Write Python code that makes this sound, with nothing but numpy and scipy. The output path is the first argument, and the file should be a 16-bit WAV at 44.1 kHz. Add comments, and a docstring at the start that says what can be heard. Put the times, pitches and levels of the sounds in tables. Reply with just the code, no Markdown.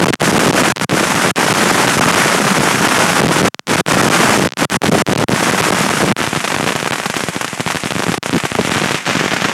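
"""Firecrackers: a very long string burns close by on open ground.
Each bang is a shock spike and a suction lobe with a ground bounce and a short spray of scattered sound.
Many smaller cracks, heavy blasts and shaped noise for merged echoes fill in a roar.
The overdriven microphone clips, blocks after deep suctions and at listed times chokes."""
import sys
import numpy as np
from scipy import signal
from scipy.fft import rfft, irfft, next_fast_len
from scipy.io import wavfile
from scipy.ndimage import map_coordinates

SR = 44100
rng = np.random.default_rng(int(sys.argv[2]) if len(sys.argv) > 2 else 0)


def log_audio(samples):
    """Write samples as a 16-bit WAV file to the path given in sys.argv[1]."""
    # one column per channel
    frames = np.atleast_2d(samples).T
    # limit to full scale, then quantise
    limited = np.clip(frames, -1, 1)
    pcm = np.round(limited * 32767).astype(np.int16)
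    wavfile.write(sys.argv[1], SR, pcm)


N = 420273


def amp(db):
    """Amplitude factor of a level in dB."""
    return 10 ** (np.asarray(db) / 20)


def unit(x):
    """x scaled to rms 1."""
    return x / np.sqrt(np.mean(x ** 2) + 1e-20)


def curves(rows):
    """One value per sample for each column after the time."""
    time_s, *columns = np.transpose(rows)
    t = np.arange(N) / SR
    return [np.interp(t, time_s, column) for column in columns]


def wobble(knots_per_s):
    """Smooth random curve through normally distributed knots."""
    knots = rng.standard_normal(int(N * knots_per_s / SR) + 4)
    return map_coordinates(knots, [np.arange(N) * knots_per_s / SR])


def along(points, hz):
    """Gain of (frequency [Hz], level [dB]) points, read on a log axis."""
    point_hz, db = np.transpose(points)
    return amp(np.interp(np.log(hz + 1), np.log(point_hz), db))


def filtered(x, response):
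    """x with its spectrum multiplied by response(hz)."""
    size = next_fast_len(N + 8192)
    spectrum = rfft(x, size) * response(np.fft.rfftfreq(size, 1 / SR))
    return irfft(spectrum, size)[:N]


def noise(points):
    """Noise of rms 1, shaped by (frequency [Hz], level [dB]) points."""
    return unit(filtered(rng.standard_normal(N), lambda hz: along(points, hz)))


def saturate(x, top, hardness):
    """Rounded clipping at plus and minus top."""
    return x / (1 + np.abs(x / top) ** hardness) ** (1 / hardness)


def lag(x, ms):
    """One-pole smoothing with a time constant in ms."""
    keep = np.exp(-1000 / (ms * SR))
    return signal.lfilter([1 - keep], [1, -keep], x)


def add(track, time_s, sound):
    """Mix a sound into the track at a time."""
    start = int(np.clip(round(time_s * SR), 0, N))
    track[start:start + len(sound)] += sound[:N - start]


STRAY_DB, STRAY_SUCTION_MS = -4.2, 0.26  # mean level before near gain, median suction
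NEAR_GAIN_DB = 6


def near_bangs(stray_per_s):
    """The closest crackers stand out singly: listed bangs, clumps and random sharp strays."""
    strays = volley(stray_per_s, np.full(N, STRAY_DB), spread_db=2.7, suction_ms=STRAY_SUCTION_MS)
    rows = placed_bangs() + clump_bangs() + list(strays)
    pressure = blasts(rows, shock_ms=0.14, suction=1.0, rebound=0.029, ground=0.13,
                      scatter_db=-18.5, scatter_ms=3.5)
    return amp(NEAR_GAIN_DB) * pressure


# nearest single bangs: (time [s], level before near gain [dB], suction [ms])
NEAR_BANGS = [(0.0046, -3.5, 9.1), (0.0579, -3, 0.69), (0.1022, -10, 1.2), (0.1349, -11, 0.57),
              (0.155, -14.5, .1), (0.2386, -6, 1.9), (0.5035, -5, 2), (0.7208, -13, 0.66),
              (0.7708, -6, 1.3), (0.7809, -4, .2), (0.8127, 5, 0.75), (1.1447, 2, 3.6), (1.5214, 2, .6),
              (1.8823, 0, 1.7), (2.1492, 2, 3.4), (3.391, 6, 1.1), (3.5453, -3.5, .1), (3.5942, -4.5, .1),
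              (3.8787, -9, 3), (4.2893, -2, 2.4), (4.4897, -9, .1), (4.506, -22, .1), (4.522, -4, .1),
              (4.536, -9, .1), (4.7227, -7, 2.8), (5.4877, -7, 2.6), (5.5118, -3, 5.9), (5.6224, -6, 3.1),
              (5.7372, -3, 5.7), (5.8923, 1.5, 3.9), (6.2043, -3, 1.2), (6.2154, 2, 3.8), (6.2747, 1, 2.8),
              (6.3301, -5, 2), (6.3727, -4.5, 2.3), (6.5239, -8, 0.66), (6.5646, -4, 5), (6.5983, -7, 1.6),
              (6.6284, -2.5, 1.2), (6.6415, -2, 1.1), (6.7209, -13, 1.3), (6.7531, -4, 1.7),
              (6.7609, 2, 0.5), (6.8279, -4, 1), (6.8558, -11, 0.31), (6.9086, 4, 1.23), (6.9997, -4, 0.52),
              (7.0572, -5, 0.48), (7.1407, -3, 0.42), (7.1661, 6, 1.4), (7.2373, -1, 1.15),
              (7.2857, 1, 0.91), (7.3631, -4, 1.4), (7.4116, 3, .4), (7.4453, 1, 0.42), (7.5305, -13, 2.3),
              (7.5976, -8, 2.7), (7.6635, -3, 2.5), (7.7027, -1.5, 0.52), (7.7467, -9, 1.1),
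              (7.7574, 3.5, 2.6), (7.836, -5, 5.5), (7.8578, -7, 1.84), (7.9209, -6, 9.6), (7.9536, -10, 2),
              (7.9638, -5, 2.5), (8.0026, -6, 0.79), (8.0662, -5, 1.3), (8.1188, 3, 1.1),
              (8.1433, -1, 0.58), (8.1772, -13, 0.89), (8.2601, -1, 0.85), (8.2947, -2.5, 8.6),
              (8.4371, -4, 3), (8.4521, -3, 0.71), (8.5182, -4.5, 5.2), (8.5537, 3, 2.7), (8.6492, 0, 0.98),
              (8.6743, -10, 1.4), (8.6946, -3, 4.9), (8.7199, -5, 1.3), (8.7595, -4, 3), (8.7691, -9, 1.7),
              (8.8381, -1, 0.98), (8.8591, 1, 0.8), (8.9087, 2, 0.75), (8.9447, 0, 0.99),
              (9.0553, -8, 0.063), (9.0911, -1, .6), (9.1525, -4, 1.3), (9.24, -9, 1.3), (9.3365, 3, 0.8),
              (9.42, 0, .4), (9.4495, 1, 1.4), (9.4569, -11, 1.2), (9.495, -7, 0.52)]
FREEING_DELAY_S, FREEING_DB, FREEING_SUCTION_MS = 0.00101, -4.5, 0.93  # bang just after each choke


def placed_bangs():
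    """The listed nearest bangs, and one as the microphone comes free of each choke."""
    freeing = [(end_s + FREEING_DELAY_S, FREEING_DB, FREEING_SUCTION_MS) for _, end_s in CHOKE_SPANS]
    return list(NEAR_BANGS) + freeing


# clumps of crackers that catch at once: (time [s], length [s], relative strength [dB])
CLUMP_RUNS = [(0.058, .045, 0), (0.522, .03, 0.5), (0.896, .06, 0), (2.582, .03, -1), (3.209, .1, 2),
              (3.409, .03, -1), (3.67, .03, -1), (3.955, 0.013, -1), (4.384, .09, 0), (4.82, .15, 2),
              (5.096, .15, 0.5), (5.285, .045, 1.5), (6.031, 0.088, -1.5), (8.083, .015, -1.5),
              (8.329, 0.049, -3), (8.587, .03, -0.5), (8.811, 0.034, -9)]
CLUMP_GAP_S, CLUMP_BANG_DB, CLUMP_SUCTION_MS = 0.012, -3.5, 1.53  # medians; level before near gain


def clump_bangs():
    """The flame runs through each clump, firing its crackers at uneven gaps."""
    rows = []
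    for start_s, length_s, strength_db in CLUMP_RUNS:
        slip, size, charge = rng.standard_normal((3, 32))
        gap_s = CLUMP_GAP_S * np.exp(0.4 * slip)
        delay_s = np.cumsum(gap_s) - gap_s[0]
        level_db = CLUMP_BANG_DB + strength_db + 2.3 * size
        suction_ms = CLUMP_SUCTION_MS * np.exp(0.4 * charge)
        run = np.column_stack([start_s + delay_s, level_db, suction_ms])
        rows.extend(run[delay_s < length_s])
    return rows


def blasts(rows, shock_ms, suction, rebound, ground, scatter_db, scatter_ms):
    """Pressure of (time [s], level [dB], suction [ms]) bangs with ground bounce and scattered spray."""
    direct, spray_power = np.zeros(N), np.zeros(N)
    ms = np.arange(SR // 25) * 1000 / SR
    front = 1 - np.exp(-ms / 0.035)
    spray_shape = (1 - np.exp(-ms)) * np.exp(-ms / scatter_ms)
    for (time_s, db, suction_ms), (width, path) in zip(rows, rng.random((len(rows), 2))):
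        # shock width varies from one to two times shock_ms
        shock = np.exp(-(ms / (shock_ms * (1 + width))) ** 4)
        # the gas overshoots into a suction, then swings back once
        age = ms / (shock_ms + suction_ms)
        swing = rebound * np.exp(-(age - 2) ** 2 * 2) - suction * np.exp(-age ** 4)
        wave = amp(db) * (shock * front + (1 - shock) * swing)
        bounce_delay_s = 0.0004 + 0.00305 * path
        add(direct, time_s, wave)
        add(direct, time_s + bounce_delay_s, ground * wave)
        add(spray_power, time_s, amp(2 * db) * spray_shape)
    return direct + amp(scatter_db) * np.sqrt(spray_power) * noise(ROAR_SPECTRUM)


def volley(rate_per_s, db, spread_db, suction_ms):
    """Random bangs at a changing rate and level; louder ones tend to longer suctions."""
    at = np.flatnonzero(rng.random(N) < rate_per_s / SR)
    size, charge = rng.standard_normal((len(at), 2)).T
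    level_db = db[at] + spread_db * size
    lengths_ms = suction_ms * np.exp(0.26 * size + 0.54 * charge)
    return np.column_stack([at / SR, level_db, lengths_ms])


def crackle(roar_db):
    """Small crackers: the fiercer the fire, the more and the louder."""
    rate_per_s = 280 * amp(1.8 * (roar_db + 15))
    rows = volley(rate_per_s, 1.054 * roar_db + 13, spread_db=3.5, suction_ms=0.33)
    return blasts(rows, shock_ms=0.18, suction=0.94, rebound=0.063, ground=0.35,
                  scatter_db=-14.5, scatter_ms=3.1)


def heavy_blasts(heavy_db):
    """Larger blasts with wide shocks and a suction deeper than the shock."""
    rate_per_s = 32 * amp(3.2 * (heavy_db + 17))
    rows = volley(rate_per_s, 0.24 * heavy_db + 6, spread_db=6.0, suction_ms=1.32)
    return blasts(rows, shock_ms=0.62, suction=1.22, rebound=0.1, ground=0.14,
                  scatter_db=-31, scatter_ms=8.9)


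# slow pressure swing of many blasts together: (frequency [Hz], relative density [dB per Hz])
SURGE_SPECTRUM = [(20, -14), (60, 10), (110, -10), (170, 2), (280, -4.5), (500, -12), (1500, -45)]


def surge(heavy_db):
    """Blasts pile up into low, uneven lumps of pressure, strongest in the heaviest volleys."""
    lumps_db = 4 * wobble(60)
    return amp(2.116 * heavy_db + 20.5 + lumps_db) * noise(SURGE_SPECTRUM)


# merged cracks and echoes: (frequency [Hz], relative density [dB per Hz])
ROAR_SPECTRUM = [(100, -0.5), (200, 5), (500, -8.5), (900, -3.5), (1500, -0.5), (2200, -9.5), (3000, -9.5),
                 (4000, -13.5), (5500, -10), (8000, -13), (10500, -14.5), (13000, -17), (16000, -20)]
# return from the surroundings: (frequency [Hz], relative density [dB per Hz])
ECHO_SPECTRUM = [(100, -18), (200, -15), (500, -4), (900, 0.5), (1500, -1), (2200, 2), (3000, -2),
                 (4300, -9), (6000, -6), (8000, -6), (10500, -10), (13000, -14), (16000, -34)]
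# distant echo in the roar: (time [s], power share [0-1])
DISTANT_SHARE = [(0, 0.1), (5.6, 0.21), (6.5, 0.64), (8.4, 1), (9.5, 0.6)]


def roar(roar_db):
    """Noise for countless overlapping cracks and echoes, fluttering in level."""
    share = curves(DISTANT_SHARE)[0]
    wash = np.sqrt(1 - share) * noise(ROAR_SPECTRUM) + np.sqrt(share) * noise(ECHO_SPECTRUM)
    flutter_db = 1.1 * wobble(50) + 1.5 * wobble(300)
    return amp(roar_db - 1.5 + flutter_db) * wash


# fierceness of the fire:
# (time [s], roar control [dB], heavy-blast control [dB], sharp near cracks [per s])
BLAZE_COURSE = [(0, -15, -16, 17), (0.6, -14.5, -16.5, 13.5), (0.8, -16.5, -21, 15),
                (1.0, -14.3, -18.5, 14.3), (1.8, -14.5, -21.5, 16.6), (3.1, -14.3, -19, 18.3),
                (3.7, -16, -18.5, 15.5), (4.2, -14, -17.5, 15), (4.8, -15, -17.5, 14.7),
                (5.2, -16.5, -20, 19.5), (5.45, -15, -20.5, 24), (6.0, -17.5, -18.5, 33.7),
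                (6.5, -24, -39, 38), (7.55, -25.5, -36, 14.65), (8.5, -25, -37, 30), (8.8, -19.5, -34, 67),
                (9.2, -20.5, -33, 71), (9.53, -21.5, -25, 48)]
# the fuse falters: (start [s], end [s])
LULL_SPAN = (8.97, 9.06)
LULL_FADE_DB_PER_S = 95  # roar control; the heavy-blast control fades twice as fast
CLUMP_HEAVY_DB, CLUMP_DUCK_DB = -15, 2.5  # heavy control at a clump's height; roar control gives way
CLUMP_EDGE_S = 0.015


def burning():
    """Roar and heavy-blast controls and stray rate: the blaze, shaped by its clumps and its lull."""
    t = np.arange(N) / SR
    roar_db, heavy_db, stray_per_s = curves(BLAZE_COURSE)
    for start_s, length_s, strength_db in CLUMP_RUNS:
        end_s = start_s + length_s
        corners_s = [start_s - CLUMP_EDGE_S, start_s, end_s, end_s + CLUMP_EDGE_S]
        swell = np.interp(t, corners_s, [0, 1, 1, 0])
        heavy_db = heavy_db + swell * (CLUMP_HEAVY_DB + strength_db - heavy_db)
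        roar_db = roar_db - swell * CLUMP_DUCK_DB
    lull_start_s, lull_end_s = LULL_SPAN
    lull = (t > lull_start_s) & (t < lull_end_s)
    fade_db = LULL_FADE_DB_PER_S * (t - lull_start_s) * lull
    return roar_db - fade_db, heavy_db - 2 * fade_db, stray_per_s * ~lull


def scene():
    """Sum of all pressures at the microphone, one channel."""
    roar_db, heavy_db, stray_per_s = burning()
    roar_db = roar_db + 0.7 * wobble(11)
    pressure = near_bangs(stray_per_s) + crackle(roar_db) + heavy_blasts(heavy_db)
    pressure = pressure + surge(heavy_db) + roar(roar_db)
    return pressure[None]


# overload pins the microphone at its lower limit: (start [s], end [s])
CHOKE_SPANS = [(0.044, 0.057), (0.108, 0.127), (0.143, 0.198), (0.511, 0.525), (0.628, 0.633),
               (0.723, 0.761), (0.772, 0.797), (0.846, 0.894), (1.313, 1.359), (1.528, 1.538),
               (1.866, 1.871), (2.115, 2.122), (2.877, 2.883), (3.207, 3.214), (3.272, 3.281),
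               (3.484, 3.67), (3.81, 3.863), (4.087, 4.099), (4.474, 4.571), (4.652, 4.699), (4.768, 4.818),
               (4.897, 4.907), (5.022, 5.065), (5.134, 5.152), (5.241, 5.284), (5.612, 5.621),
               (6.126, 6.165), (6.911, 6.921), (8.18, 8.228)]
RAIL = 0.71  # microphone swing limit
CHOKE_EDGE_MS, CHOKE_EDGE_DB, SHOCK_THROUGH_DB = 2.53, -26.5, 4.5
RECOVER_MS = 14


def choke(pressure, bias_depth, blocking, block_ms):
    """A choked microphone rests on its lower limit, edges softened by faint sound; listed bangs pierce it."""
    held, shocks = np.zeros(N), np.zeros(N)
    for start_s, end_s in CHOKE_SPANS:
        held[round(start_s * SR):round(end_s * SR)] = 1
    for time_s, db, _ in placed_bangs():
        add(shocks, time_s, amp(db + SHOCK_THROUGH_DB) * np.hanning(9))
    # bias creeps back after a choke: first sounds come through in shreds
    bias = bias_depth * lag(held, RECOVER_MS)
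    # suction beyond the limit blocks for a few ms
    blocked = blocking * lag(np.maximum(-pressure - RAIL, 0), block_ms)
    free = saturate(pressure - bias * (1 - shocks) - blocked, RAIL, hardness=2.6)
    # soft edges: faint sound fades out after the start and in before the end
    edges = lag(1 - held, CHOKE_EDGE_MS) + lag(1 - held[::-1], CHOKE_EDGE_MS)[::-1]
    soft_edges = amp(CHOKE_EDGE_DB) * edges * np.tanh(pressure)
    return (1 - held) * free + held * (shocks + soft_edges - RAIL)


# the tone darkens near the end: (time [s], share of dark tone [0-1])
DARK_SHARE = [(0, 0.02), (8.3, 0.1), (8.8, 0.4), (9.1, 0.9), (9.54, 0.9)]
# the darker tone: (frequency [Hz], gain [dB])
DARK_RESPONSE = [(200, 3.5), (900, -0.5), (2200, 2.5), (3500, 2), (7000, -1.5), (10000, -9.5), (16000, -1)]
BASS_CUT_HZ, ROLLOFF_HZ, TOP_HZ = 132, 11300, 16000


def record(dry):
    """Overloaded microphone, bass cut that rings after jumps, tone, second clip, faint noise, band limit."""
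    x = choke(dry[0], bias_depth=1.7, blocking=1.88, block_ms=3.23)
    bass_cut = signal.butter(4, BASS_CUT_HZ, "highpass", fs=SR, output="sos")
    x = signal.sosfilt(bass_cut, x)
    share = curves(DARK_SHARE)[0]
    dark = filtered(x, lambda hz: along(DARK_RESPONSE, hz))
    x = (1 - share) * x + share * dark
    x = amp(-0.5) * filtered(x, lambda hz: 1 / np.sqrt(1 + (hz / ROLLOFF_HZ) ** 14))
    x = saturate(x, top=0.73, hardness=7) + amp(-68) * noise(ROAR_SPECTRUM)
    return filtered(x, lambda hz: hz < TOP_HZ)[None]


dry = scene()
out = record(dry)
log_audio(out)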